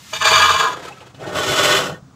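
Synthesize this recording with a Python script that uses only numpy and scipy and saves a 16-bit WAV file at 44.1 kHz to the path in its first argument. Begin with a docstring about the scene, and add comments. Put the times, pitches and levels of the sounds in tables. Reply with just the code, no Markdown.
"""Rubbing inside a washing machine

Something rubs in the cabinet, close by, probably the swaying tub. A first stroke catches, grinds on
hard resonances, squeaks and judders; after a quiet gap a second, broader scrape swells and dies.
Each stroke is a stream of tiny slips that ring the parts in contact; the tub hums and rumbles below."""
import sys
import numpy as np
from scipy import signal
from scipy.fft import rfft, irfft
from scipy.io import wavfile
from scipy.ndimage import map_coordinates

SR = 44100
rng = np.random.default_rng(int(sys.argv[2]) if len(sys.argv) > 2 else 0)


def waveform_to_disk(signal):
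    """Save audio, clipped to [-1, 1], as 16-bit WAV at the path in sys.argv[1]."""
    frames = np.transpose(np.atleast_2d(signal))
    scaled = np.clip(frames, -1, 1) * 32767
    samples = np.round(scaled).astype(np.int16)
    wavfile.write(sys.argv[1], SR, samples)


N = 94815
TIME_S = np.arange(N) / SR
FREQ_HZ = np.fft.rfftfreq(2 * N, 1 / SR)


def amp(db):
    """Decibels to gain."""
    return 10 ** (np.asarray(db) / 20)


def unit(x):
    """Scale to rms 1."""
    return x / np.sqrt(np.mean(np.abs(x) ** 2) + 1e-20)


def filtered(x, response):
    """Apply a response given on FREQ_HZ."""
    return irfft(rfft(x, 2 * N) * response)[:N]


def envelopes(rows, fade_db_per_s=700):
    """One gain curve per dB column, fading out beyond its ends."""
    times_s, *columns_db = np.transpose(rows)
    outside_s = np.abs(TIME_S - np.clip(TIME_S, times_s[0], times_s[-1]))
    return [amp(np.interp(TIME_S, times_s, db) - fade_db_per_s * outside_s) for db in columns_db]


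def pulse(centre_s, half_width_s):
    """Gaussian envelope, peak 1."""
    return np.exp(-((TIME_S - centre_s) / half_width_s) ** 2)


def wobble(rate_hz):
    """Smooth random curve with knots at rate_hz."""
    return map_coordinates(rng.standard_normal(2000), [TIME_S * rate_hz], mode="wrap")


def colour(points):
    """Gain through (Hz, dB) points on a log frequency axis."""
    hz, db = np.transpose(points)
    return amp(np.interp(np.log(FREQ_HZ + 1), np.log(hz + 1), db))


def bands(edges_hz=(860, 2000)):
    """Low, middle and treble crossover gains."""
    low, below_treble = (1 / (1 + (FREQ_HZ / hz) ** 20) for hz in edges_hz)
    return np.sqrt(low), np.sqrt(below_treble * (1 - low)), np.sqrt(1 - below_treble)


def body(modes, broad_colour, broad_db):
    """Gain of resonances standing on a broad colour."""
    power = 0
    for hz, width_hz, db in modes:
        detuning = (FREQ_HZ ** 2 - hz ** 2) / (FREQ_HZ * width_hz + 1e-9)
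        power += amp(db) ** 2 / (1 + detuning ** 2) ** 1.333
    return np.sqrt(power + (amp(broad_db) * colour(broad_colour)) ** 2)


def ring(force, gain):
    """Drive a minimum-phase body, which rings only after it is struck; rms 1."""
    cepstrum = irfft(np.log(np.maximum(gain / gain.max(), 1e-5)))
    cepstrum[1:N] *= 2
    cepstrum[N + 1:] = 0
    return unit(filtered(force, np.exp(rfft(cepstrum))))


def slips(rate_hz, scatter_db, smooth_db, flutter_db, flutter_hz):
    """Friction force: irregular slips of uneven size, in clumps, over smooth sliding noise."""
    impulses = (rng.random(N) < rate_hz / SR) * rng.choice([-1, 1], N)
    sizes = amp(scatter_db * np.clip(rng.standard_normal(N), -2, 2))
    force = unit(impulses * sizes) + amp(smooth_db) * rng.standard_normal(N)
    return unit(force * amp(flutter_db * wobble(flutter_hz)))


def sliding(force, modes, broad_colour, band, broad_db, start_s=0.23, end_s=0.72):
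    """As the contact slides, each mode moves from level - swing to level + swing."""
    travel = np.clip((TIME_S - start_s) / (end_s - start_s), 0, 1)
    early_modes = [(hz, width_hz, db - swing_db) for hz, width_hz, db, swing_db in modes]
    late_modes = [(hz, width_hz, db + swing_db) for hz, width_hz, db, swing_db in modes]
    early = ring(force, band * body(early_modes, broad_colour, broad_db))
    late = ring(force, band * body(late_modes, broad_colour, broad_db))
    return unit((1 - travel) * early + travel * late)


# First stroke, envelope per band (time [s], level [dB])
GRIND_LOW_ENV = [(.12, -64), (.134, -26.5), (.196, -48), (.222, -28.5), (.33, -24), (.48, -33.5),
                 (.58, -35), (.608, -22), (.66, -25.5), (.74, -37.5), (.8, -53)]
GRIND_MID_ENV = [(0.1, -65), (0.12, -59), (0.134, -26), (0.168, -35), (0.198, -43.5), (0.214, -22),
                 (0.27, -11), (0.304, -19), (0.342, -11.5), (0.41, -16.5), (0.458, -15), (0.476, -19),
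                 (0.508, -14.5), (0.522, -18), (0.564, -16), (0.578, -19.5), (0.612, -15.5), (0.618, -18.5),
                 (0.656, -14), (0.718, -31), (0.726, -25.5), (0.82, -53)]
GRIND_TREBLE_ENV = [(0.1, -52.5), (0.12, -64), (0.136, -22.5), (0.164, -25.5), (0.194, -37), (0.226, -16),
                    (0.238, -23), (0.252, -12.5), (0.356, -14), (0.568, -20), (0.578, -23), (0.602, -17),
                    (0.718, -35.5), (0.734, -32), (0.758, -45), (0.82, -47.5)]
# Low-band shudders (time [s], level [dB])
GRIND_SHUDDERS = [(.262, -20.5), (0.323, -22), (0.411, -22), (0.455, -24.5), (.506, -26), (.548, -25)]
# First contact, resonances (frequency [Hz], width [Hz], level [dB], swing [dB])
GRIND_MODES = [(377, 48, -28, 3), (452.8, 14.7, -12, 2.5), (637.6, 12.6, -10.5, -7.5), (868, 25, -11.5, -5),
               (989, 26, -2.5, 0.5), (1067, 33, 3, 1.5), (1158, 30, 1, -1), (1232, 41, 1.5, 0.5),
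               (1400, 90, -4.5, 1), (1520, 84, -7.5, -2.5), (1643, 45, 2.5, -2), (1744, 20, -6.5, -10.5)]
GRIND_TREBLE_MODES = [(2355, 29, 0, -3.5), (2406, 79, -7.5, -9.5), (2600, 150, -6.5, 1),
                      (2909, 14, -2.5, -10.5), (2970, 41, 0.5, -1.5), (3338, 49, -5.5, -5),
                      (3433, 80, -1, 2), (3660, 57, -6.5, -7), (3747, 35, -4.5, 7), (4140, 40.8, -8.5, 0),
                      (4540, 24, -2, -5), (4600, 29, -7, -3), (4690, 69, -3.5, -4.5), (6210, 76, -7.5, -5),
                      (6430, 54, -14, 4), (6804, 100, -6, 0), (7390, 44, -14.5, -6), (8280, 90, -18.5, -3)]
# Friction spectrum between resonances (frequency [Hz], level [dB])
GRIND_COLOUR = [(150, -61.5), (250, -32.5), (450, -15), (563, -31), (635, -4), (755, -12.5), (1200, -9.5),
                (1700, -22), (1950, -9), (2320, -19), (3450, -14), (5130, -21), (6770, -22.5), (9230, -33),
                (15500, -35.5)]

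def grind():
    """First stroke: coarse slips ring sharp resonances, and the low ones shudder."""
    force = slips(rate_hz=1500, scatter_db=2, smooth_db=-4.5, flutter_db=0.9, flutter_hz=90)
    low_band, mid_band, treble_band = bands()
    low = sliding(force, GRIND_MODES, GRIND_COLOUR, low_band, broad_db=-16)
    mid = sliding(force, GRIND_MODES, GRIND_COLOUR, mid_band, broad_db=-21)
    treble = sliding(force, GRIND_TREBLE_MODES, GRIND_COLOUR, treble_band, broad_db=1)
    shudders = sum(amp(db) * pulse(at_s, half_width_s=0.012) for at_s, db in GRIND_SHUDDERS)
    return (amp(0.5) * (envelopes(GRIND_LOW_ENV)[0] + shudders) * low
            + amp(-1) * envelopes(GRIND_MID_ENV)[0] * mid
            + amp(-0.38) * envelopes(GRIND_TREBLE_ENV)[0] * cabinet(treble))


# Second stroke, envelopes (time [s], low level [dB], middle level [dB])
SCRAPE_ENV = [(1.14, -56, -69), (1.148, -47, -48), (1.162, -66, -63), (1.216, -28.5, -48),
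              (1.246, -34, -33), (1.276, -23, -38.5), (1.336, -33.5, -31.5), (1.36, -22, -24),
              (1.452, -29, -26), (1.522, -20, -22), (1.558, -27.5, -25), (1.586, -21.5, -20.5),
              (1.766, -22.5, -19), (1.898, -29.5, -34), (1.96, -41.5, -42), (2.0, -47.5, -61)]
# Treble envelope (time [s], level [dB])
SCRAPE_TREBLE_ENV = [(1.3, -52), (1.334, -45), (1.354, -25.5), (1.44, -26.5), (1.52, -19), (1.555, -25),
                     (1.582, -18), (1.622, -20.5), (1.636, -15), (1.7, -20), (1.726, -15.5), (1.745, -21.5),
                     (1.772, -16.5), (1.798, -23.5), (1.88, -32), (1.92, -41.5), (1.976, -54), (2.0, -66)]
# Second contact, resonances (frequency [Hz], width [Hz], level [dB])
SCRAPE_MODES = [(290, 43, -8.5), (339, 26, -3.5), (386, 13, 5), (507, 49, -1), (597, 13.5, 4),
                (634, 67, -1), (792, 93, -4), (1115, 48, -3), (1260, 50, -4.5), (1370, 60, -5),
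                (1479, 32, -0.5), (1837, 41, -4)]
SCRAPE_TREBLE_MODES = [(2028, 125, 3), (2350, 44, -9.5), (2677, 75.3, -3), (2926, 86, 2.5), (3080, 29, -2),
                       (3062, 41, 6), (3400, 40, -13.5), (3436, 83, 4.5), (3570, 39, -3), (4060, 360, -6),
                       (4850, 42, -4), (5390, 230, -7.5), (6200, 36, -25), (6160, 33, -7),
                       (7920, 42, -10.5)]
# Friction spectrum between resonances (frequency [Hz], level [dB])
SCRAPE_COLOUR = [(120, -53), (200, -16.5), (385, 1.5), (430, 5), (596, -3.5), (874, -1.5), (1450, -13.5),
                 (1590, -4), (1840, -7.5), (2290, -9.5), (3420, -11.5), (4410, -16.5), (7760, -15),
                 (8820, -24), (15500, -30)]

def scrape():
    """Second stroke: finer slips on a broader body; starts dull, brightens as it bites."""
    force = slips(rate_hz=2000, scatter_db=2, smooth_db=0, flutter_db=1.03, flutter_hz=120)
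    low_band, mid_band, treble_band = bands()
    wall = body(SCRAPE_MODES, SCRAPE_COLOUR, broad_db=-9.5)
    edge = body(SCRAPE_TREBLE_MODES, SCRAPE_COLOUR, broad_db=3.5)
    low_env, mid_env = envelopes(SCRAPE_ENV)
    return (amp(0.33) * low_env * ring(force, wall * low_band)
            + amp(0.64) * mid_env * ring(force, wall * mid_band)
            + amp(0.75) * envelopes(SCRAPE_TREBLE_ENV)[0] * cabinet(ring(force, edge * treble_band)))


# Squeaks in and after the first stroke (time [s], half width [s], level [dB], pitch [Hz])
SQUEAKS = [(0.351, 0.017, -15, 1231), (.378, 0.017, -15, 1170), (0.441, 0.018, -13, 1230),
           (0.498, 0.018, -14.5, 1195), (0.658, 0.012, -18.5, 1066), (0.71, 0.037, -29, 1003),
           (.885, 0.013, -34, 1310), (0.912, 0.01, -37, 815), (0.927, 0.0083, -39.5, 2640),
           (0.976, 0.016, -45, 1310), (1.029, 0.011, -43, 858)]

def squeaks(waver=0.018, rough_db=1.5):
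    """Slips lock briefly onto one resonance and sing a rough, unsteady note."""
    out = np.zeros(N)
    for at_s, half_width_s, db, hz in SQUEAKS:
        pitch_hz = hz * (1 + waver * wobble(300))
        phase = 2 * np.pi * np.cumsum(pitch_hz) / SR
        envelope = amp(db + rough_db * wobble(250)) * pulse(at_s, half_width_s)
        out += envelope * np.sqrt(2) * np.sin(phase)
    return out


# Brushing between strokes (time [s], body level [dB], treble level [dB])
BRUSH_ENV = [(.68, -32, -34), (.76, -36.5, -44), (.815, -34.5, -42), (.862, -35.5, -34.5), (.9, -40, -43),
             (.95, -40, -43.5), (.99, -54, -50.5), (1.02, -42.5, -48), (1.08, -47, -49), (1.13, -60, -56),
             (1.19, -46.5, -47), (1.29, -48, -37.5), (1.34, -35, -34)]
# Lead-in to the first stroke (time [s], level [dB])
LEAD_IN_ENV = [(0, -49.5), (.06, -47.5), (.12, -43.5), (.2, -39.5)]
# Their spectra (frequency [Hz], level [dB])
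BRUSH_COLOUR = [(120, -30), (220, -9.5), (320, -2.5), (500, 0.5), (850, -4.5), (1350, -5.5), (1900, -8.5),
                (3200, -11), (5000, -18), (7300, -19), (9000, -28.5), (15500, -36.5)]
LEAD_IN_COLOUR = [(350, -46), (600, -27.5), (1120, -11), (1450, -13.5), (1730, -9), (2190, -11.5),
                  (3200, -8.5), (4620, -10), (7000, -10.5), (9500, -21), (15500, -24)]

def brushing():
    """Light contact before the first stroke and in the gap."""
    force = slips(rate_hz=1000, scatter_db=2.5, smooth_db=8, flutter_db=3, flutter_hz=70)
    low_band, mid_band, treble_band = bands()
    spectrum = colour(BRUSH_COLOUR)
    body_env, treble_env = envelopes(BRUSH_ENV)
    rub = body_env * cabinet(ring(force, spectrum * np.hypot(low_band, mid_band)))
    hiss = treble_env * cabinet(ring(force, spectrum * treble_band))
    lead_in = envelopes(LEAD_IN_ENV)[0] * cabinet(ring(rng.standard_normal(N), colour(LEAD_IN_COLOUR)))
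    return rub + amp(-2) * hiss + amp(3.5) * lead_in


# Rumble envelope (time [s], level [dB])
RUMBLE_ENV = [(0.0, -59), (0.05, -57.5), (0.34, -31), (0.5, -37), (0.66, -42.5), (1.05, -51), (1.39, -30),
              (1.45, -38.5), (1.5, -25), (1.57, -38), (1.59, -31), (1.95, -32), (1.97, -48.5), (2.15, -52)]
# Tub resonances (frequency [Hz], width [Hz], level [dB])
TUB_MODES = [(86, 5.3, -10), (134.8, 15.4, -2.5), (180, 14, -6)]
# Broad rumble spectrum (frequency [Hz], level [dB])
RUMBLE_COLOUR = [(15, -57), (25, -16.5), (54, -28), (73, -13), (128, -1.5), (183, -3.5), (216, -18),
                 (243, -22), (260, -2), (340, -23.5), (570, -120)]

def tub(hum_hz=86, hum_db=-35, duck_db=-4):
    """The moving tub rumbles; in the first stroke a hum swells over the ducked rumble, then cuts off."""
    swell = np.interp(TIME_S, [0.14, 0.41, 0.57], [0, 1, 1], right=0)
    hum = amp(hum_db + 0.64 * wobble(12)) * swell * np.sin(2 * np.pi * hum_hz * TIME_S)
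    shell = body(TUB_MODES, RUMBLE_COLOUR, broad_db=-2.5)
    rumble = envelopes(RUMBLE_ENV)[0] * ring(rng.standard_normal(N), shell)
    return hum + amp(-1.5 + duck_db * swell) * rumble


# Tub bumps (time [s], level [dB])
BUMPS = [(1.921, -21), (2.025, -26), (2.048, -29)]

def bumps(pitch_hz=140, attack_s=0.0036, t60_s=0.06):
    """Dull bumps as the tub settles, each a damped sine."""
    out = np.zeros(N)
    for at_s, db in BUMPS:
        age_s = np.maximum(TIME_S - at_s, 0)
        envelope = amp(db - 60 * age_s / t60_s) * (1 - np.exp(-age_s / attack_s))
        out += envelope * np.sin(2 * np.pi * pitch_hz * age_s)
    return out


# Loose-part ticks (time [s], level [dB], centre [Hz])
TICKS = [(1.006, -43.5, 2670), (1.146, -44.5, 3060)]

def ticks(t60_s=0.09, width_octaves=0.51):
    """Loose parts touch lightly in the gap, each tick a decaying band of noise."""
    out = np.zeros(N)
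    for at_s, db, hz in TICKS:
        age_s = np.maximum(TIME_S - at_s, 0)
        offset_octaves = np.abs(np.log2((FREQ_HZ + 1) / hz))
        noise = ring(rng.standard_normal(N), np.exp(-offset_octaves / width_octaves))
        out += (age_s > 0) * amp(db - 60 * age_s / t60_s) * noise
    return out


def cabinet(x, t60_s=0.069, wet_db=-6.5):
    """Add dense, short reflections between the cabinet walls; rms 1."""
    delay_s = np.arange(SR // 6) / SR
    tail = rng.standard_normal(len(delay_s)) * amp(-60 * delay_s / t60_s) * (delay_s > 0.002)
    reflections = signal.fftconvolve(x, tail / np.linalg.norm(tail))[:N]
    return unit(x + amp(wet_db) * reflections)


# Room noise spectrum (frequency [Hz], level [dB])
ROOM_COLOUR = [(15, -55), (25, -42), (53, -17), (88, -3), (180, -6), (240, -9), (400, -17.5), (1300, -18),
               (2200, -31.5), (7000, -31), (9500, -42), (15500, -54.5)]

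def room(level_db=-49.5):
    """Steady, dull noise of the quiet room."""
    return amp(level_db) * ring(rng.standard_normal(N), colour(ROOM_COLOUR))


def scene():
    """Both strokes and the tub over the quiet room, mono."""
    background = room()
    friction = grind() + scrape() + brushing() + squeaks()
    return (friction + tub() + bumps() + ticks() + background)[None]


def record(dry):
    """Soft peak rounding, then a band limit."""
    ceiling, top_hz = 0.95, 15600
    rounded = dry / (1 + np.abs(dry / ceiling) ** 6) ** (1 / 6)
    return filtered(rounded[0], FREQ_HZ < top_hz)[None]


dry = scene()
out = record(dry)
waveform_to_disk(out)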